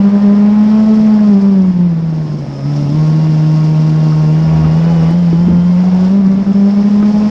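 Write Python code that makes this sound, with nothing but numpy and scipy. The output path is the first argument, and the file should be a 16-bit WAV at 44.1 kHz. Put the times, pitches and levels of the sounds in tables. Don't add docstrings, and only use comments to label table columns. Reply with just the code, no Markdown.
import sys
import numpy as np
from scipy import signal
from scipy.io import wavfile

SR = 44100
rng = np.random.default_rng(int(sys.argv[2]) if len(sys.argv) > 2 else 0)


def unload_wav(signal):
    wavfile.write(
        sys.argv[1],
        SR,
        np.round(np.clip(np.atleast_2d(signal).T, -1, 1) * 32767).astype(np.int16),
    )


N = 321930

# time in seconds, firings per second.
SPEED_CURVE = [(0.0, 198.7), (0.24, 204.1), (0.28, 202.0), (0.81, 216.8), (1.06, 215.5), (1.28, 207.5),
               (1.36, 196.4), (1.48, 198.4), (1.79, 175.4), (1.83, 176.8), (1.89, 172.7), (1.95, 162.2),
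               (2.03, 163.8), (2.34, 149.1), (2.44, 141.3), (2.62, 136.7), (2.68, 144.8), (2.79, 144.8),
               (2.88, 141.5), (2.97, 154.4), (3.25, 157.1), (3.33, 155.0), (3.98, 155.7), (4.29, 154.0),
               (4.43, 159.5), (4.7, 156.7), (4.9, 168.5), (5.02, 162.7), (5.1, 164.9), (5.16, 174.2),
               (5.2, 176.0), (5.31, 167.3), (5.37, 167.1), (5.45, 176.2), (5.57, 174.0), (5.77, 178.6),
               (5.83, 182.7), (5.98, 182.5), (6.08, 186.4), (6.14, 196.9), (6.2, 200.6), (6.24, 190.3),
               (6.53, 197.7), (7.3, 212.1)]
# time in seconds, load in dB.
LOAD_CURVE = [(0, 1), (1.22, -1.5), (1.8, -7), (2.4, -8.5), (2.72, -3), (3.0, -2.2), (3.7, -2.1), (4.5, 0),
              (5.09, 3.5), (5.15, -1.5), (5.55, -2.5), (6.08, -0.5), (6.22, -3.5), (7.3, -0.5)]

# time in seconds, level in dB.
BOOM_CURVE = [(0, -5), (0.55, -6.5), (1.5, -6), (1.84, -8), (2.0, -12.5), (2.33, -16), (2.6, -23.5),
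              (2.66, -13), (2.91, -13.5), (2.99, -8.7), (5.0, -8.5), (6.8, -6.5), (7.3, -9)]
# time in seconds, depth from 0 to 1 (limited later), half-width in seconds.
DEEP_SAGS = [(0.108, .52, 0.02), (0.204, 0.48, 0.025), (1.411, 0.35, .013), (1.729, 0.65, 0.019),
             (1.782, 0.7, 0.0057), (1.948, .57, 0.01), (2.015, 0.77, 0.0056), (2.281, 0.8, 0.011),
             (2.384, .71, 0.011), (2.461, .95, 0.011), (5.909, .53, .011), (6.289, .55, 0.0088),
             (6.359, 0.57, 0.012), (6.448, 1, 0.023), (6.535, 0.93, .012), (6.75, 0.44, 0.013),
             (6.833, .72, 0.0085), (6.897, 0.77, 0.0083), (7.126, 0.7, 0.009), (7.292, 0.47, 0.015)]
SAG_SLOT_S, SAG_MAX_DEPTH, SAG_HALF_WIDTH_S, SAG_MIN_FIRING_HZ = 0.12, 0.35, 0.013, 166

# time in seconds, level in dB.
GROWL_CURVE = [(0, -25.5), (0.33, -24), (0.6, -39.5), (0.88, -24), (1.15, -30.5), (1.42, -22.5),
               (2.0, -34.5), (2.59, -30.5), (2.68, -24), (2.94, -21.5), (3.03, -25.5), (4.35, -27),
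               (4.7, -31.5), (5.8, -36.5), (6.2, -27.5), (7.3, -30.5)]
# multiple of the firing rate, then level in dB at each tabulated speed.
ORDER_LEVELS_DB = [(0.5, -35, -38, -30.5, -41.5), (1.5, -29, -26, -39, -47), (2.5, -37, -40.5, -38, -54),
                   (3.0, -44, -38.5, -30, -30.5), (3.5, -52, -47, -38, -54), (4.0, -33, -34.5, -53.5, -37),
                   (4.5, -36, -44.5, -53, -47), (5.0, -42.5, -44, -39, -39),
                   (5.5, -50, -53.5, -42.5, -57.5), (6.0, -62, -40.5, -38.5, -44),
                   (7.0, -52, -37, -50.5, -52), (8.0, -58, -55.5, -49.5, -54),
                   (9.0, -40.5, -48.5, -53.5, -50.5), (10.0, -65, -57.5, -59, -61),
                   (11.0, -68, -60.5, -56.5, -54.5), (12.0, -73, -59.5, -51.5, -58),
                   (13.0, -72, -56.5, -61.5, -68.5), (15.0, -60, -56.5, -60.5, -59)]
ORDER_TABLE_SPEEDS_HZ = [135, 151.8, 175.8, 203.3]
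# centre in Hz, half-width in Hz, lift in dB.
INTAKE_RESONANCE = (842, 16, 3.5)
# time in seconds, half-width in seconds, level in dB.
MOUNT_ROCKING = (4.58, 0.14, -23.5)
GROWL_SHARE, GROWL_USUAL_DB = 0.55, -28
WAVER_DB, WAVER_HZ = 1.0, 3.0

# time in seconds, level in dB.
CLATTER_CURVE = [(0, -46.5), (0.5, -45.5), (0.95, -42), (1.28, -43.5), (1.42, -45.5), (1.93, -51),
                 (2.4, -45.5), (2.62, -45), (2.75, -41), (3.7, -41.5), (5.08, -41.5), (5.16, -43),
                 (5.6, -45), (6.08, -41.5), (6.2, -47.5), (7.3, -40.5)]
# frequency in Hz, relative density in dB per Hz.
VALVE_SPECTRUM = [(1500, -14.5), (3000, 3.5), (4300, -2.5), (5200, 8), (5800, -1), (6700, -9), (7800, -42),
                  (9200, -26.5), (10500, -44.5)]
# frequency in Hz, width in Hz, relative gain in dB.
CASTING_MODES = [(3100, 50, -9), (3700, 40, -5.5), (4970, 20, -8), (5170, 11, 13.5), (5500, 25, -1.5),
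                 (5440, 41, 4), (5740, 88, -6.5), (6300, 53, -19.5)]
# firings per second, level in dB relative to the clatter.
RINGING_SHARE = [(143, -1), (155, -9), (175, -13), (212, -9)]

# time in seconds, peak level in dB added to the steady wind as amplitude.
WIND_GUSTS = [(1.0, -32.5), (1.72, -34), (2.92, -25.5), (4.65, -27.5), (5.5, -19), (6.33, -26),
              (7.2, -25.5)]
# frequency in Hz, relative density in dB per Hz.
BUFFET_SPECTRUM = [(25, -11.5), (50, 1), (90, -0.5), (140, 3.5), (220, 15), (330, -18), (600, -15.5),
                   (1500, -44)]
CRUISE_FIRING_HZ, WIND_DB, WIND_DB_PER_DOUBLING, GUST_HALF_WIDTH_S = 175, -27.5, 3.5, 0.11

# frequency in Hz, relative density in dB per Hz.
RUSH_SPECTRUM = [(100, -1.5), (250, 2), (450, 3), (700, 1), (1000, -6), (1500, -10.5), (2200, -13.5),
                 (3200, -21), (4200, -23.5), (6000, -37.5), (8000, -72), (10000, -55)]
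RUSH_DB, RUSH_DB_PER_LOAD_DB, RUSH_DB_PER_DOUBLING = -29, 0.76, 2

WHISTLE_S, WHISTLE_RISE_S, WHISTLE_FAINT_DB, WHISTLE_DB = 6.2, 0.5, -63.5, -51.5

# frequency in Hz, width in Hz, relative gain in dB.
PIPE_MODES = [(235, 14, 9), (299, 49, 11.5), (500, 40, -6), (760, 78, -27.5)]
BURBLE_S, BURBLE_DB, BURBLE_RISE_DB_PER_S, BURBLE_FALL_DB_PER_S = 2.42, -26, 25, 46.5

WHINE_START_S, WHINE_END_S, WHINE_FADE_S, WHINE_DB = 2.95, 5.9, 0.25, -50
WHINE_CYCLES_PER_FIRING = 17.87

# time in seconds, then click strengths for thud, clack and tick in dB.
KNOCK_EVENTS = [(3.569, -31, -31, -59), (4.123, -33, -23.5, -64), (4.644, -22.5, -23.5, -43),
                (5.11, -19.5, -45, -23), (5.329, -11.5, -37, -49), (5.485, -15, -37, -59),
                (6.465, -22, -31, -57), (7.027, -18.5, -20.5, -56)]
# frequency in Hz, gain in dB, 60 dB decay time in seconds.
CHASSIS_MODES = [(271, 1.5, 0.028), (325, 0, 0.13), (358, -15.5, 0.063), (1050, -15.5, .05),
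                 (1255, -0.5, 0.049), (1500, -8, .04), (1950, -13, 0.023)]

# start in seconds, end in seconds, rumble level in dB, howl level in dB.
KERB_STRETCHES = [(4.46, 4.684, -29, -35.5), (4.76, 5.096, -34, -41), (5.805, 5.873, -48, -29.5),
                  (5.903, 6.06, -44, -33.5)]
# frequency in Hz, relative density in dB per Hz.
KERB_SPECTRUM = [(50, -1), (80, 6), (130, -18), (240, -3.5), (400, -5), (700, -12.5), (1200, -17),
                 (1800, -29), (3000, -17)]
KERB_ATTACK_S, KERB_RELEASE_S = 0.023, 0.04

CUTOFF_HZ = 10800


def from_db(db):
    return 10 ** (np.asarray(db) / 20)


def rms_one(x):
    return x / np.sqrt(np.mean(x ** 2) + 1e-20)


def curve(rows):
    time_s, value = np.transpose(rows)
    return np.interp(np.arange(N) / SR, time_s, value)


def drift(rate_hz):
    r = np.exp(-2 * np.pi * rate_hz * 40 / SR)
    white = rng.standard_normal(N // 40 + 2002)
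    slow = signal.lfilter([1], [1, -2 * r, r * r], white)[2000:]
    return np.interp(np.arange(N) / 40, np.arange(len(slow)), rms_one(slow))


def bell(centre_s, half_width_s):
    return np.exp(-np.minimum(((np.arange(N) / SR - centre_s) / half_width_s) ** 2, 50))


def resonance(x, hz, width_hz):
    r = np.exp(-np.pi * width_hz / SR)
    numerator = np.array([1, 0, -1]) * (1 - r * r) / 2
    return signal.lfilter(numerator, [1, -2 * r * np.cos(2 * np.pi * hz / SR), r * r], x)


def ring(clicks, hz, t60_s):
    r, w = np.exp(-np.log(1000) / (t60_s * SR)), 2 * np.pi * hz / SR
    return signal.lfilter([0, np.sin(w)], [1, -2 * r * np.cos(w), r * r], clicks + 1e-18)


def banded_noise(spectrum, patchy_db):
    hz, density_db = np.transpose(spectrum)
    edges_hz = 22 * 2 ** (np.arange(28) / 3)
    out, white = 0, rng.standard_normal((2, N))
    for k, (low, high) in enumerate(zip(edges_hz, edges_hz[1:])):
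        band_db = np.interp(np.log(low * high) / 2, np.log(hz), density_db, left=-90, right=-90)
        band_filter = signal.butter(2, [low, high], "band", fs=SR, output="sos")
        band = signal.sosfilt(band_filter, white[k % 2])
        out = out + band * from_db(band_db + patchy_db * drift(40))
    return rms_one(out)


def narrow_noise(hz, width_hz):
    once = resonance(rng.standard_normal(N), hz, width_hz)
    return rms_one(resonance(once, hz, width_hz))


def speed_doublings(firing_hz):
    return np.log2(firing_hz / CRUISE_FIRING_HZ)


def flutter(firing_hz):
    sags = list(DEEP_SAGS)
    for slot, (place, size) in enumerate(rng.random((80, 2))):
        s = SAG_SLOT_S * (slot + place)
        if s * SR < N and firing_hz[int(s * SR)] > SAG_MIN_FIRING_HZ:
            sags.append((s, SAG_MAX_DEPTH * size, SAG_HALF_WIDTH_S))
    gain = np.ones(N)
    for s, depth, half_width_s in sags:
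        gain *= 1 - np.clip(depth, 0, 0.97) * bell(s, half_width_s)
    return gain


def exhaust(firings, sag, uneven=0.041, jitter_rad=0.04):
    wave = np.sqrt(2) * np.cos(2 * np.pi * firings + jitter_rad * drift(40))
    return from_db(curve(BOOM_CURVE)) * sag * (1 + uneven * drift(40)) * wave


def orders(firings, firing_hz, sag, rough=0.26, growl_sag_power=3.0, wobble_firings=0.0085):
    load_db, growl_db = curve(LOAD_CURVE), curve(GROWL_CURVE)
    crank = firings + wobble_firings * drift(21)
    deep_sag = sag ** growl_sag_power

    def partial(k):
        angle = 2 * np.pi * k * crank
        if k > 2:
            angle = angle + rng.uniform(0, 2 * np.pi)
        in_phase = (1 + rough * drift(14)) * np.cos(angle)
        return np.sqrt(2) * (in_phase + rough * drift(13) * np.sin(angle))

    growl = from_db(growl_db) * deep_sag * partial(2)
    rock_s, rock_half_width_s, rock_db = MOUNT_ROCKING
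    rocking = from_db(rock_db) * bell(rock_s, rock_half_width_s) * partial(0.5)
    out = growl + rocking
    intake_hz, intake_half_width_hz, intake_db = INTAKE_RESONANCE
    for k, *levels_db in ORDER_LEVELS_DB:
        order_db = load_db + np.interp(firing_hz, ORDER_TABLE_SPEEDS_HZ, levels_db)
        if k in (3, 6):
            order_db = order_db + GROWL_SHARE * (growl_db - GROWL_USUAL_DB)
        order_db = order_db + intake_db / (1 + ((k * firing_hz - intake_hz) / intake_half_width_hz) ** 2)
        order_db = order_db + WAVER_DB * drift(WAVER_HZ)
        order_sag = deep_sag if 1 < k < 4 else np.sqrt(sag)
        out = out + from_db(order_db) * order_sag * partial(k)
    return out


def valve_train(firings, firing_hz, pulsing=0.13, uneven_db=0.5):
    share = from_db(np.interp(firing_hz, *np.transpose(RINGING_SHARE)))
    beat = (1 + pulsing * np.cos(2 * np.pi * firings)) * from_db(uneven_db * drift(71))
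    taps = beat * rng.standard_normal(N)
    ringing = sum(from_db(db) * resonance(taps, hz, width_hz) for hz, width_hz, db in CASTING_MODES)
    clatter = beat * banded_noise(VALVE_SPECTRUM, patchy_db=1.57)
    mix = (clatter + share * rms_one(ringing)) / np.hypot(1, share)
    return from_db(curve(CLATTER_CURVE)) * mix


def wind(firing_hz):
    steady = from_db(WIND_DB + WIND_DB_PER_DOUBLING * speed_doublings(firing_hz))
    gusts = sum(from_db(db) * bell(s, GUST_HALF_WIDTH_S) for s, db in WIND_GUSTS)
    return (steady + gusts) * banded_noise(BUFFET_SPECTRUM, patchy_db=3.0)


def rush(firings, firing_hz, pulsing=0.23):
    level_db = RUSH_DB + RUSH_DB_PER_LOAD_DB * curve(LOAD_CURVE)
    level_db = level_db + RUSH_DB_PER_DOUBLING * speed_doublings(firing_hz)
    throb = 1 + pulsing * np.cos(2 * np.pi * firings)
    return from_db(level_db) * banded_noise(RUSH_SPECTRUM, patchy_db=1.58) * throb


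def whistle(hz=5255, width_hz=36, flicker_db=2.0):
    moments_s = [WHISTLE_S, WHISTLE_S + WHISTLE_RISE_S]
    level_db = np.interp(np.arange(N) / SR, moments_s, [WHISTLE_FAINT_DB, WHISTLE_DB])
    return from_db(level_db + flicker_db * drift(9)) * narrow_noise(hz, width_hz)


def burble(firings, low_hz=150, muffle_hz=1000):
    since_s = np.arange(N) / SR - BURBLE_S
    level_db = BURBLE_DB + np.minimum(BURBLE_RISE_DB_PER_S * since_s, -BURBLE_FALL_DB_PER_S * since_s)
    firing_clicks = np.diff(np.floor(firings), prepend=0)
    pops = firing_clicks * rng.standard_normal(N) + 1e-18
    pipe = sum(from_db(db) * resonance(pops, hz, width_hz) for hz, width_hz, db in PIPE_MODES)
    muffler = signal.butter(2, [low_hz, muffle_hz], "band", fs=SR, output="sos")
    return from_db(level_db) * rms_one(signal.sosfilt(muffler, pipe))


def gear_whine(firings, wander_rad=0.45):
    moments_s = [WHINE_START_S, WHINE_START_S + WHINE_FADE_S, WHINE_END_S - WHINE_FADE_S, WHINE_END_S]
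    fade = np.interp(np.arange(N) / SR, moments_s, [0, 1, 1, 0])
    tone = np.sqrt(2) * np.cos(2 * np.pi * WHINE_CYCLES_PER_FIRING * firings + wander_rad * drift(15))
    return from_db(WHINE_DB + curve(LOAD_CURVE)) * fade * tone


def knocks(tick_hz=6500, tick_width_hz=6500):
    table = np.array(KNOCK_EVENTS)
    thud, clack, tick = np.zeros((3, N))
    at = np.round(table[:, 0] * SR).astype(int)
    thud[at], clack[at], tick[at] = from_db(table[:, 1:].T)
    body = 0
    for hz, db, t60_s in CHASSIS_MODES:
        body = body + from_db(db) * ring(thud if hz < 700 else clack, hz, t60_s)
    return body + resonance(tick, tick_hz, tick_width_hz) * SR / (np.pi * tick_width_hz)


def kerb_contact():
    t, gains = np.arange(N) / SR, 0
    for start_s, end_s, *levels_db in KERB_STRETCHES:
        moments_s = [start_s, start_s + KERB_ATTACK_S, end_s, end_s + KERB_RELEASE_S]
        gains = gains + from_db(levels_db)[:, None] * np.interp(t, moments_s, [0, 1, 1, 0])
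    return gains


def kerb(howl_hz=670, howl_width_hz=330, lumpy_db=2.2):
    rumble_gain, howl_gain = kerb_contact()
    rumble = banded_noise(KERB_SPECTRUM, patchy_db=3.0) * from_db(lumpy_db * drift(50))
    return rumble_gain * rumble + howl_gain * narrow_noise(howl_hz, howl_width_hz)


def scene(hunting_hz=0.2):
    firing_hz = curve(SPEED_CURVE)
    firings = np.cumsum(firing_hz + hunting_hz * drift(6)) / SR
    sag = flutter(firing_hz)
    engine = exhaust(firings, sag) + orders(firings, firing_hz, sag) + valve_train(firings, firing_hz)
    air = wind(firing_hz) + rush(firings, firing_hz) + whistle()
    engine = engine + burble(firings) + gear_whine(firings)
    return (engine + air + knocks() + kerb())[None]


def record(dry):
    rounded = dry / (1 + (dry / 0.92) ** 16) ** (1 / 16)
    ends = signal.windows.tukey(N, 0.006 * SR / N)
    top_cut = signal.ellip(10, 0.1, 80, CUTOFF_HZ, fs=SR, output="sos")
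    return signal.sosfilt(top_cut, rounded * ends)


dry = scene()
out = record(dry)
unload_wav(out)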